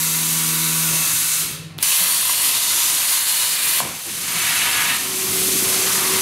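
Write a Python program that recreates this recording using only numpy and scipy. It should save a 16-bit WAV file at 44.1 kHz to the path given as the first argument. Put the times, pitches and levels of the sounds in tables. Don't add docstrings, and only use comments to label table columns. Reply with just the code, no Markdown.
import sys
import numpy as np
from scipy import signal
from scipy.fft import rfft, irfft
from scipy.io import wavfile
from scipy.ndimage import uniform_filter1d

SR = 44100
rng = np.random.default_rng(int(sys.argv[2]) if len(sys.argv) > 2 else 0)


def master(y):
    cut = np.clip(np.atleast_2d(y).T, -1, 1)
    pcm = np.round(cut * 32767)
    wavfile.write(sys.argv[1], SR, pcm.astype(np.int16))


def linear_from_db(decibels):
    return 10 ** (np.asarray(decibels, float) / 20)


N = 273861
SECONDS = np.arange(N) / SR
FULL_FLOW_DB = -20

# frequency in Hz, level in dB per Hz.
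ARC_COLOUR = [(600, -14), (880, -11.5), (1000, -3.5), (1400, -6.5), (2200, -3.5), (4300, -0.65),
              (5300, -7.5), (8200, -6), (9500, -3), (11300, -6), (12800, -5.5), (13600, -4.5), (14200, -11),
              (14800, -14), (15300, -13), (15700, -12.5)]
# multiple of the loudest line, level in dB.
CARRIAGE_DRIVE_LINES = [(.25, -5.5), (.5, 1)]


def curve(table):
    s, *columns = np.transpose(table)
    inside = 1. * ((SECONDS >= s[0]) & (SECONDS <= s[-1]))
    return uniform_filter1d(inside, size=45), [np.interp(SECONDS, s, c) for c in columns]


def noise(colour, rings=()):
    hz = np.fft.rfftfreq(N, 1 / SR) + 1e-3
    colour_hz, colour_db = np.transpose(colour)
    db = np.interp(np.log(hz), np.log(colour_hz), colour_db)
    for centre_hz, width_hz, ring_db in rings:
        db = db + ring_db / (1 + (2 * (hz - centre_hz) / width_hz) ** 2)
    return rfft(rng.standard_normal(N)) * linear_from_db(db), hz


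def rms(spectrum, hz, band):
    inside = (hz > band[0]) & (hz < band[1])
    return np.sqrt(2 * np.sum(np.abs(spectrum[inside]) ** 2)) / N


def parts(spectrum, hz, bands, edges):
    below = [0] + [1 / (1 + (hz / edge) ** 12) for edge in edges] + [1]
    return [irfft(spectrum * (upper - lower), N) / rms(spectrum, hz, band)
            for lower, upper, band in zip(below, below[1:], bands)]


def patchy(x, patch_db, patch_s, patch_hz, size):
    z = signal.stft(x, nperseg=size)[2]
    field = rng.standard_normal(z.shape)
    for _ in range(2):
        field = uniform_filter1d(field, size=max(int(2 * patch_s * SR / size), 1), axis=1)
        field = uniform_filter1d(field, size=max(int(patch_hz * size / SR), 1), axis=0)
    gain = linear_from_db(patch_db * field / field.std())
    return signal.istft(z * gain / np.sqrt(np.mean(gain ** 2)), nperseg=size)[1][:N]


def jet(table, colour, rings, streak_db, flutter_db, roar_db, roar_lag, top_db, top_lag, sputter_db=0):
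    inside, (hiss_db, *length) = curve(table)
    hiss_db = hiss_db + sputter_db
    weak_db = FULL_FLOW_DB - hiss_db
    bands = [(90, 400), (1300, 4500), (5500, 12500), (13000, 15500)]
    _, roar, hiss, top = parts(*noise(colour, rings), bands, edges=[520, 5000, 12900])
    long_arc_db = 9 * sum(length)
    flow = linear_from_db(roar_db + roar_lag * weak_db) * roar + hiss
    flow += linear_from_db(top_db + top_lag * weak_db + long_arc_db) * top
    flow = patchy(flow, streak_db, patch_s=.25, patch_hz=130, size=1024)
    return inside * linear_from_db(hiss_db) * patchy(flow, flutter_db, patch_s=.015, patch_hz=6200, size=256)


def air():
    # time in seconds, hiss level in dB.
    air_flow = [
        (0.0, -20.5),
        (0.82, -20.5),
        (1.1, -19.5),
        (1.4, -20.5),
        (1.47, -26.5),
        (1.55, -33.5),
        (1.62, -45.5),
        (1.7, -56),
        (1.78, -67),
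    ]
    # frequency in Hz, level in dB per Hz.
    air_colour = [(600, -26), (880, -16), (1000, -12), (1600, -8.5), (2200, -10), (3300, -6.5), (5300, -3),
                  (6100, 4), (8200, 5), (11300, 4.5), (12800, 6), (13600, 2), (14800, -4), (15700, -2)]
    # frequency in Hz, width in Hz, level in dB.
    air_rings = [(1360, 660, 2.5), (1607, 93, -10), (2250, 200, 4.5), (2635, 110, 5), (3830, 130, 4),
                 (6400, 94, 2.5), (6700, 50, -1), (7950, 95, 0), (9800, 1800, 3)]
    return jet(air_flow, air_colour, air_rings, streak_db=1.05, flutter_db=0.5,
               roar_db=-8.0, roar_lag=0.41, top_db=-9.0, top_lag=-0.16)


def pilot():
    # time in seconds, hiss level in dB.
    pilot_flow = [
        (1.783, -44),
        (1.788, -32),
        (1.8, -37),
        (1.815, -30.5),
        (1.826, -27),
    ]
    # frequency in Hz, width in Hz, level in dB.
    pilot_rings = [(1700, 600, -8), (3000, 1200, 2), (4300, 700, -5), (5300, 1200, -6), (7500, 2500, -3),
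                   (12000, 2500, 4)]
    return jet(pilot_flow, ARC_COLOUR, pilot_rings, streak_db=2.0, flutter_db=4.0,
               roar_db=-4.0, roar_lag=.1, top_db=-7, top_lag=.05)


def sputter():
    # time in seconds, level change in dB, length in seconds.
    sputters = [
        (1.935, 1, 0.045),
        (2.313, 2, 0.053),
        (2.39, -2.5, .06),
        (2.46, 2, 0.13),
        (3.134, 3, 0.078),
        (3.25, -2.5, 0.052),
        (3.303, 2, 0.042),
        (2.8, 0.5, 0.11),
        (3.6, -3, 0.058),
    ]
    at_s, db, length_s = np.transpose(sputters)
    return db @ np.exp(-(2 * (SECONDS - at_s[:, None]) / length_s[:, None]) ** 2)


def arc():
    # time in seconds, hiss level in dB, arc length over the plate 0-1.
    arc_flow = [
        (1.827, -15, 0),
        (1.85, -19, 0.7),
        (2.0, -19, 0.8),
        (2.2, -20.5, .6),
        (2.65, -20, 0.22),
        (2.85, -19, 0.5),
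        (3.14, -20.5, 0.55),
        (3.55, -20.5, 0.8),
        (3.804, -21, 1),
    ]
    # frequency in Hz, width in Hz, level in dB.
    arc_rings = [(1060, 200, 1.2), (2020, 90, 3), (2890, 140, 2), (6960, 60, 4), (7400, 120, 3),
                 (9800, 150, 2), (11600, 150, 2)]
    return jet(arc_flow, ARC_COLOUR, arc_rings, streak_db=1.3, flutter_db=0.6,
               roar_db=-6.5, roar_lag=0.54, top_db=-15, top_lag=.1, sputter_db=sputter())


def cooling():
    # time in seconds, hiss level in dB.
    cooling_flow = [
        (3.802, -23),
        (3.85, -30),
        (3.95, -31.5),
        (4.45, -21),
        (4.9, -22),
        (4.98, -24),
        (5.1, -24.5),
        (5.4, -20),
        (6.21, -19.5),
    ]
    # frequency in Hz, level in dB per Hz.
    cooling_colour = [(600, -11), (880, -9), (1000, -1.5), (1600, -4.5), (2200, -1.5), (4300, -1.5),
                      (5300, -6), (6100, -6), (8200, -5), (11300, -4), (12800, -4.5), (13600, -7),
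                      (14800, -13), (15700, -13)]
    # frequency in Hz, width in Hz, level in dB.
    cooling_rings = [(3650, 72, 1.7), (6230, 150, 5.1), (9000, 200, 3.3), (10370, 230, 2.9),
                     (12800, 300, 2)]
    return jet(cooling_flow, cooling_colour, cooling_rings, streak_db=0.2, flutter_db=0.74,
               roar_db=-7, roar_lag=0.12, top_db=-13.0, top_lag=.05)


def whistle(x):
    # start in seconds, end in seconds, frequency in Hz, width in Hz, level in dB; negative is a dip.
    passing_bands = [(1.9, 1.94, 3880, 220, 11), (2.04, 2.42, 4350, 190, 5), (2.5, 2.75, 3750, 170, 6.5),
                     (3.15, 3.65, 4310, 200, 5), (1.95, 2.58, 12900, 500, 5.5), (2.11, 2.4, 9060, 250, 7.5),
                     (3.45, 3.45, 9020, 200, 3), (3.3, 3.8, 8900, 250, 3.5), (3.05, 3.6, 10100, 300, 4),
                     (3.47, 3.6, 11400, 3200, -3), (1.875, 1.95, 2800, 500, 2.5), (1.83, 1.95, 6000, 700, 4),
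                     (3.46, 3.58, 1080, 300, -4.5), (2.68, 2.85, 1080, 280, 1), (2.58, 2.7, 2200, 600, -4),
                     (5.05, 5.7, 1700, 280, -3), (0.34, 1.16, 1500, 690, 3), (5.05, 5.3, 450, 400, -2),
                     (5.46, 5.6, 750, 500, -8), (3.62, 3.78, 11000, 2700, 2.5), (3.25, 3.8, 8900, 200, 0),
                     (1.93, 1.96, 1900, 1500, -6), (2.75, 2.95, 4300, 600, -1.5), (3.1, 3.4, 1100, 300, -1.5),
                     (2.1, 2.4, 1060, 250, -1), (4.76, 4.96, 1270, 370, 3), (3.97, 4.3, 640, 750, -6),
                     (1.78, 1.87, 470, 350, -8), (1.93, 2.18, 10750, 440, 5.5), (2.4, 3.8, 10900, 250, 5.5),
                     (1.81, 1.98, 2670, 580, 5.5), (5.88, 6.21, 1085, 360, 5.5), (2.5, 2.9, 8300, 270, -5),
                     (3.55, 3.9, 2360, 880, 4), (5.85, 6.3, 2100, 1300, 2.5), (3.15, 3.65, 5500, 1000, -2),
                     (2.55, 2.9, 5900, 1200, 2.5), (5.3, 5.62, 1580, 2000, -2.5), (5.05, 6.3, 15000, 790, 4),
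                     (2.3, 2.5, 15700, 1500, 3), (5.35, 5.75, 11500, 4600, 1)]
    hz, s, z = signal.stft(x, SR, nperseg=512)
    start, end, centre_hz, width_hz, db = np.transpose(passing_bands)[:, :, None]
    edge_s = 0.067
    on = np.clip(np.minimum(s - start, end - s) / edge_s + .5, 0, 1)
    shape_db = db / (1 + (2 * (hz - centre_hz) / width_hz) ** 2)
    return signal.istft(z * linear_from_db(shape_db.T @ on), nperseg=512)[1][:N]


def pops():
    # time in seconds, peak in dB, t60 in seconds, noisy share 0-1.
    sparks = [
        (1.7819, -15, .006, .9),
        (1.7873, -17, .003, 0.8),
        (1.7858, -28, .003, 0.9),
        (1.8261, -12, .003, .9),
        (1.8272, 1, 0.02, 0.7),
        (1.8302, -1, 0.012, 0.8),
    ]
    # time in seconds, peak in dB, ring in Hz, t60 in seconds, rise in seconds.
    knocks = [(1.7819, -25, 4500, .002, .0001), (1.7874, -9, 3400, .0028, .00008),
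              (1.8259, -14, 2500, .0015, .00004), (1.8277, -3, 5500, .002, .00004),
              (4.403, -12, 3000, .002, .00004), (2.2955, -9, 1080, .022, .003),
              (3.8026, -13, 1520, .014, .0005), (3.8026, -5, 1060, .017, .002),
              (3.8028, -14, 560, .014, .001), (3.812, -17, 800, .02, .002),
              (1.7874, -22, 1500, .003, .0001), (3.826, -26, 190, .12, .012), (3.828, -25, 710, .05, .008),
              (3.846, -24, 930, .035, .006), (3.855, -26, 500, .04, .006)]
    spark_hz, spark_rise_s, knock_noisy = 10360, .0002, 0.1
    events = [(s, db, spark_hz, t60, spark_rise_s, noisy) for s, db, t60, noisy in sparks]
    events += [(*knock, knock_noisy) for knock in knocks]
    out, t = np.zeros(N), np.arange(4096) / SR
    for s, db, hz, t60, rise, noisy in events:
        crackle = 0.38 * np.diff(rng.standard_normal(len(t) + 1))
        wave = -(1 - noisy) * np.sin(2 * np.pi * hz * t) + noisy * crackle
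        at = int(s * SR)
        out[at:at + len(t)] += linear_from_db(db - 60 * t / t60) * np.minimum(t / rise, 1) * wave
    return out


def carriage():
    # time in seconds, scrape level in dB.
    rolling = [
        (4.15, -47),
        (4.3, -32.5),
        (4.45, -25.5),
        (4.6, -24),
        (4.75, -24),
        (4.92, -24),
        (4.962, -26.5),
        (4.972, -38),
        (4.99, -55),
    ]
    # frequency in Hz, level in dB per Hz.
    scrape_colour = [(400, -51), (700, -3), (1100, -1.5), (2200, 5), (3200, 2.5), (4500, 1.5), (7000, -33),
                     (12000, -45)]
    # frequency in Hz, width in Hz, level in dB.
    frame_rings = [(965, 30, 9), (1250, 36, 10), (1500, 18, 9), (1678, 14, 10), (1706, 10, 6),
                   (1820, 20, 9), (1926, 20, 7), (2008, 25, 6), (2235, 70, 6), (2411, 30, 5),
                   (2640, 100, 5), (2895, 56, 7), (3091, 23, 6), (3660, 18, 6)]
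    inside, (db,) = curve(rolling)
    scrape, = parts(*noise(scrape_colour, frame_rings), bands=[(1100, 2960)], edges=[])
    return inside * linear_from_db(db) * patchy(scrape, patch_db=1.0, patch_s=.012, patch_hz=1500, size=256)


def hall(x):
    t60_s, tail_db = 0.51, -9.5
    t = np.arange(SR // 2) / SR
    tail = uniform_filter1d(rng.standard_normal(len(t)), size=3) * linear_from_db(-60 * t / t60_s) * (t > .004)
    return x + linear_from_db(tail_db) * signal.fftconvolve(x, tail / np.sqrt(np.sum(tail ** 2)))[:N]


def motor(table, lines, wobble, others_db):
    inside, (hz, db, *load) = curve(table)
    uneven = uniform_filter1d(rng.standard_normal(N), size=2000)
    step = 2 * np.pi * (1 + wobble * uneven / uneven.std()) / SR
    drive = hz[0] * np.cumsum(step)
    others = np.zeros(N)
    for multiple, line_db, *beat in lines:
        swing_db, loudest_s, period_s = beat or (0, 0, 1)
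        beat_db = swing_db * np.cos(2 * np.pi * (SECONDS - loudest_s) / period_s)
        others += linear_from_db(line_db + beat_db) * np.sin(multiple * drive + 2 * np.pi * rng.random())
    load_db = 24 * sum(load)
    hum = np.sin(np.cumsum(hz * step))
    return inside * linear_from_db(db) * np.sqrt(2) * (hum + linear_from_db(others_db + load_db) * others)


def first_motor():
    # time in seconds, pitch of the loudest line in Hz, level in dB, load 0-1.
    first_hum = [
        (0, 161.9, -32.5, 0.14),
        (.5, 161.5, -30.5, 0.21),
        (.9, 162.2, -29, 0.18),
        (1.02, 161, -35.5, 0.32),
        (1.08, 153.7, -43, 0.5),
        (1.2, 154.6, -41, 0.25),
        (1.36, 160, -48, 0),
    ]
    # swing in dB, loudest in s, period in s.
    first_lines = [(.5, -8, 2, 1, 1), (1.5, 0, 1.5, .25, 1.7), (2, -1, 1.5, 0.54, 0.78), (2.5, -13),
                   (3, -11.5, 5, 1.7, 1.2), (4, -21), (5, -15), (6, -0.5, 0.5, 0.5, 1.5),
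                   (7, -2, 2, .5, .5)]
    return motor(first_hum, first_lines, wobble=0.0016, others_db=-17)


def lift_motor():
    # time in seconds, pitch in Hz, level in dB, load 0-1.
    lift_hum = [(1.36, 160.2, -46, 0.92), (1.43, 163, -39, 0.97), (1.5, 156.7, -43, 1),
                (1.6, 161, -38.5, 1), (1.67, 163, -34.5, 0.94), (1.73, 161.7, -42, 1),
                (1.77, 158, -34.5, 0.98), (1.84, 157, -55, .5), (1.97, 174.6, -57, 0),
                (2.02, 182.5, -37, 0), (2.12, 175, -64, 0)]
    # multiple, level in dB; a near neighbour makes the hum beat.
    lift_lines = [(.9, -6), (2, -16)]
    return motor(lift_hum, lift_lines, wobble=.004, others_db=-22.5)


def transformer_buzz():
    # time in seconds, pitch in Hz, level in dB.
    buzz = [
        (1.42, 105.3, -60),
        (1.46, 105, -50),
        (1.6, 101, -52),
        (1.7, 98, -45),
        (1.79, 101, -41),
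        (1.83, 102, -62),
    ]
    # multiple, level in dB.
    buzz_lines = [(3, -9), (3.6, -12)]
    return motor(buzz, buzz_lines, wobble=0.0204, others_db=-4)


def drive_start():
    # time in seconds, pitch in Hz, level in dB.
    groan = [(4.06, 350, -56), (4.085, 343, -40), (4.105, 290, -44), (4.125, 185, -42), (4.15, 170, -42),
             (4.18, 172, -55), (4.24, 180, -43), (4.262, 180, -52), (4.29, 180, -40), (4.32, 172, -50),
             (4.345, 173, -43), (4.375, 170, -40), (4.41, 170, -60)]
    return motor(groan, CARRIAGE_DRIVE_LINES, wobble=.03, others_db=-30)


def second_motor():
    # time in seconds, pitch of the loudest line in Hz, level in dB, load 0-1.
    second_hum = [
        (4.95, 376, -50, 0),
        (5.14, 377, -37, 0),
        (5.3, 377.5, -35, 0.97),
        (5.46, 377.4, -33.5, 0.59),
        (5.85, 378, -34, .7),
        (5.93, 377, -41.5, 0.97),
        (6.02, 377, -36.5, 0.85),
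        (6.12, 381, -30.5, 0),
        (6.21, 382, -31.5, 0.44),
    ]
    return motor(second_hum, CARRIAGE_DRIVE_LINES, wobble=0.0018, others_db=-26.0)


def thuds():
    # time in seconds, boom in dB, upper rumble in dB, fading time in seconds; negative is a lull.
    table_thuds = [(.9, 15, 3.5, 0.15), (1.12, 5, -1, .15), (1.43, 8, -2.5, .2), (1.7, 0, 7, 0.096),
                   (1.84, -2, -4, 0.086), (1.94, -4, -6, .05), (2.0, 3, 8, 0.055), (2.2, 2, -4, .1),
                   (3.12, -10, -3, .15), (3.45, -4, 1, 0.18), (3.802, 2, 14, 0.085), (3.822, 9, 4, .13),
                   (3.85, 4, 3, .07), (3.88, 0, 4, .06), (4.12, 3, -4, .3), (4.36, 0, -2, 0.11),
                   (4.63, 8, 0, 0.057), (4.8, -3, 0.5, 0.3), (5.08, -4, 0, .12), (5.27, 2, 0.5, .08),
                   (5.6, 5, 3.5, 0.14), (5.7, -3, 6, 0.11)]
    at_s, boom_db, upper_db, fade_s = np.transpose(table_thuds)
    rise_s = 0.0019
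    t = SECONDS - at_s[:, None]
    shape = np.clip(t / rise_s, 0, 1) * np.exp(-np.maximum(t, 0) / fade_s[:, None])
    return [db @ shape for db in (boom_db, (boom_db + upper_db) * 0.4, upper_db)]


def shop(torch):
    # time in seconds, gain in dB.
    camera_gain = [(0, -2.5), (.85, -2), (1.38, -7), (1.48, 1.5), (1.82, 1.5), (1.85, -5), (1.95, -6.5),
                   (2.15, -6), (2.45, -2.5), (2.65, -3), (3.1, -3.5), (3.3, -2.5), (3.55, -6), (3.78, -1.5),
                   (3.92, -1), (3.96, -4), (4.05, -9), (4.08, 0), (4.3, 2), (4.6, 3), (5.2, 7.5),
                   (5.35, 10.5), (6.21, 8.5)]
    # frequency in Hz, level in dB per Hz.
    shop_colour = [(12, -64), (25, -13), (55, -12), (90, -8), (171, -2.5), (211, -6), (288, -5.5),
                   (434, -7.5), (511, -7), (564, -7), (733, -5), (822, -7), (1000, -10), (1300, -10.5),
                   (2800, -12), (4500, -40), (7000, -90)]
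    levels_db, follows, blown = (-51.5, -52, -49), (0.53, 0.92, 0.34), (.01, 0.21, 0.36)
    _, (gain_db,) = curve(camera_gain)
    flow_db = 10 * np.log10(uniform_filter1d(torch ** 2, size=4000) + 1e-9) - FULL_FLOW_DB
    bands = [(88, 140), (190, 230), (520, 900)]
    layers = parts(*noise(shop_colour), bands, edges=[150, 480])
    boom, drone, upper = [
        linear_from_db(db + gain_share * gain_db + flow_share * flow_db + thud_db) * layer
        for db, gain_share, flow_share, thud_db, layer in zip(levels_db, follows, blown, thuds(), layers)]
    supply_on_s, boom_before_db = 0.83, -7
    on = np.clip((SECONDS - supply_on_s) / 0.049, 0, 1)
    rumble = linear_from_db(boom_before_db * (1 - on)) * boom + drone + upper
    rumble = patchy(rumble, patch_db=2.0, patch_s=.12, patch_hz=149.7, size=2048)
    supply_hz, supply_width_hz, supply_db = 101, 13, -54.5
    spectrum, hz = noise([(20, 0), (20000, 0)])
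    spectrum = spectrum / (1 + (2 * (hz - supply_hz) / supply_width_hz) ** 2)
    hum, = parts(spectrum, hz, bands=[(60, 140)], edges=[])
    return rumble + on * linear_from_db(supply_db + 0.5 * gain_db) * hum


def scene():
    torch = air() + pilot() + arc() + cooling()
    near = hall(linear_from_db(-0.93) * (whistle(torch + carriage())) + pops())
    motors = first_motor() + lift_motor() + transformer_buzz() + drive_start() + second_motor()
    mono = near + motors + shop(torch)
    return np.array([mono, mono])


def splits():
    # time in seconds, low edge in Hz, high edge in Hz, level in dB.
    side_bursts = [(0.009, 7540, 9000, -35), (0.01, 11800, 13200, -36), (0.471, 5690, 7580, -31.7),
                   (0.958, 10260, 11690, -31.7), (1.376, 14510, 15720, -41), (1.887, 6250, 8900, -25.1),
                   (2.211, 9650, 11760, -28.6), (2.513, 14470, 15850, -38), (2.861, 6250, 8270, -29.2),
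                   (3.35, 6800, 9690, -28), (3.511, 4200, 5270, -33.9), (3.522, 6890, 10800, -26),
                   (3.745, 12450, 13780, -30.8), (4.417, 5690, 6890, -33.7), (4.417, 13780, 15760, -39),
                   (4.74, 4070, 6250, -31.4), (5.879, 4260, 5170, -34.5), (5.97, 4220, 5150, -32.3)]
    out, size = np.zeros(N + 4096), 2048
    hz = np.fft.rfftfreq(size, 1 / SR)
    window = signal.windows.kaiser_bessel_derived(size, 4 * np.pi)
    for s, low_hz, high_hz, db in side_bursts:
        burst = irfft(rfft(rng.standard_normal(size)) * (hz > low_hz) * (hz < high_hz), size)
        at = int(s * SR) + size // 2
        out[at:at + size] += linear_from_db(db) * burst / burst.std() * window
    return out[size:size + N] * np.array([[1], [-1]])


def low_pass(x):
    return signal.sosfilt(signal.butter(12, 16780, fs=SR, output="sos"), x)


def record(dry):
    low_hz, top_hz = 48, 15735
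    hz = np.fft.rfftfreq(N, 1 / SR)
    passband = hz ** 2 / (hz ** 2 + low_hz ** 2) / (1 + (hz / top_hz) ** 600)
    mix = irfft(rfft(dry + splits()) * passband, N)
    return low_pass(mix)


dry = scene()
out = record(dry)
master(out)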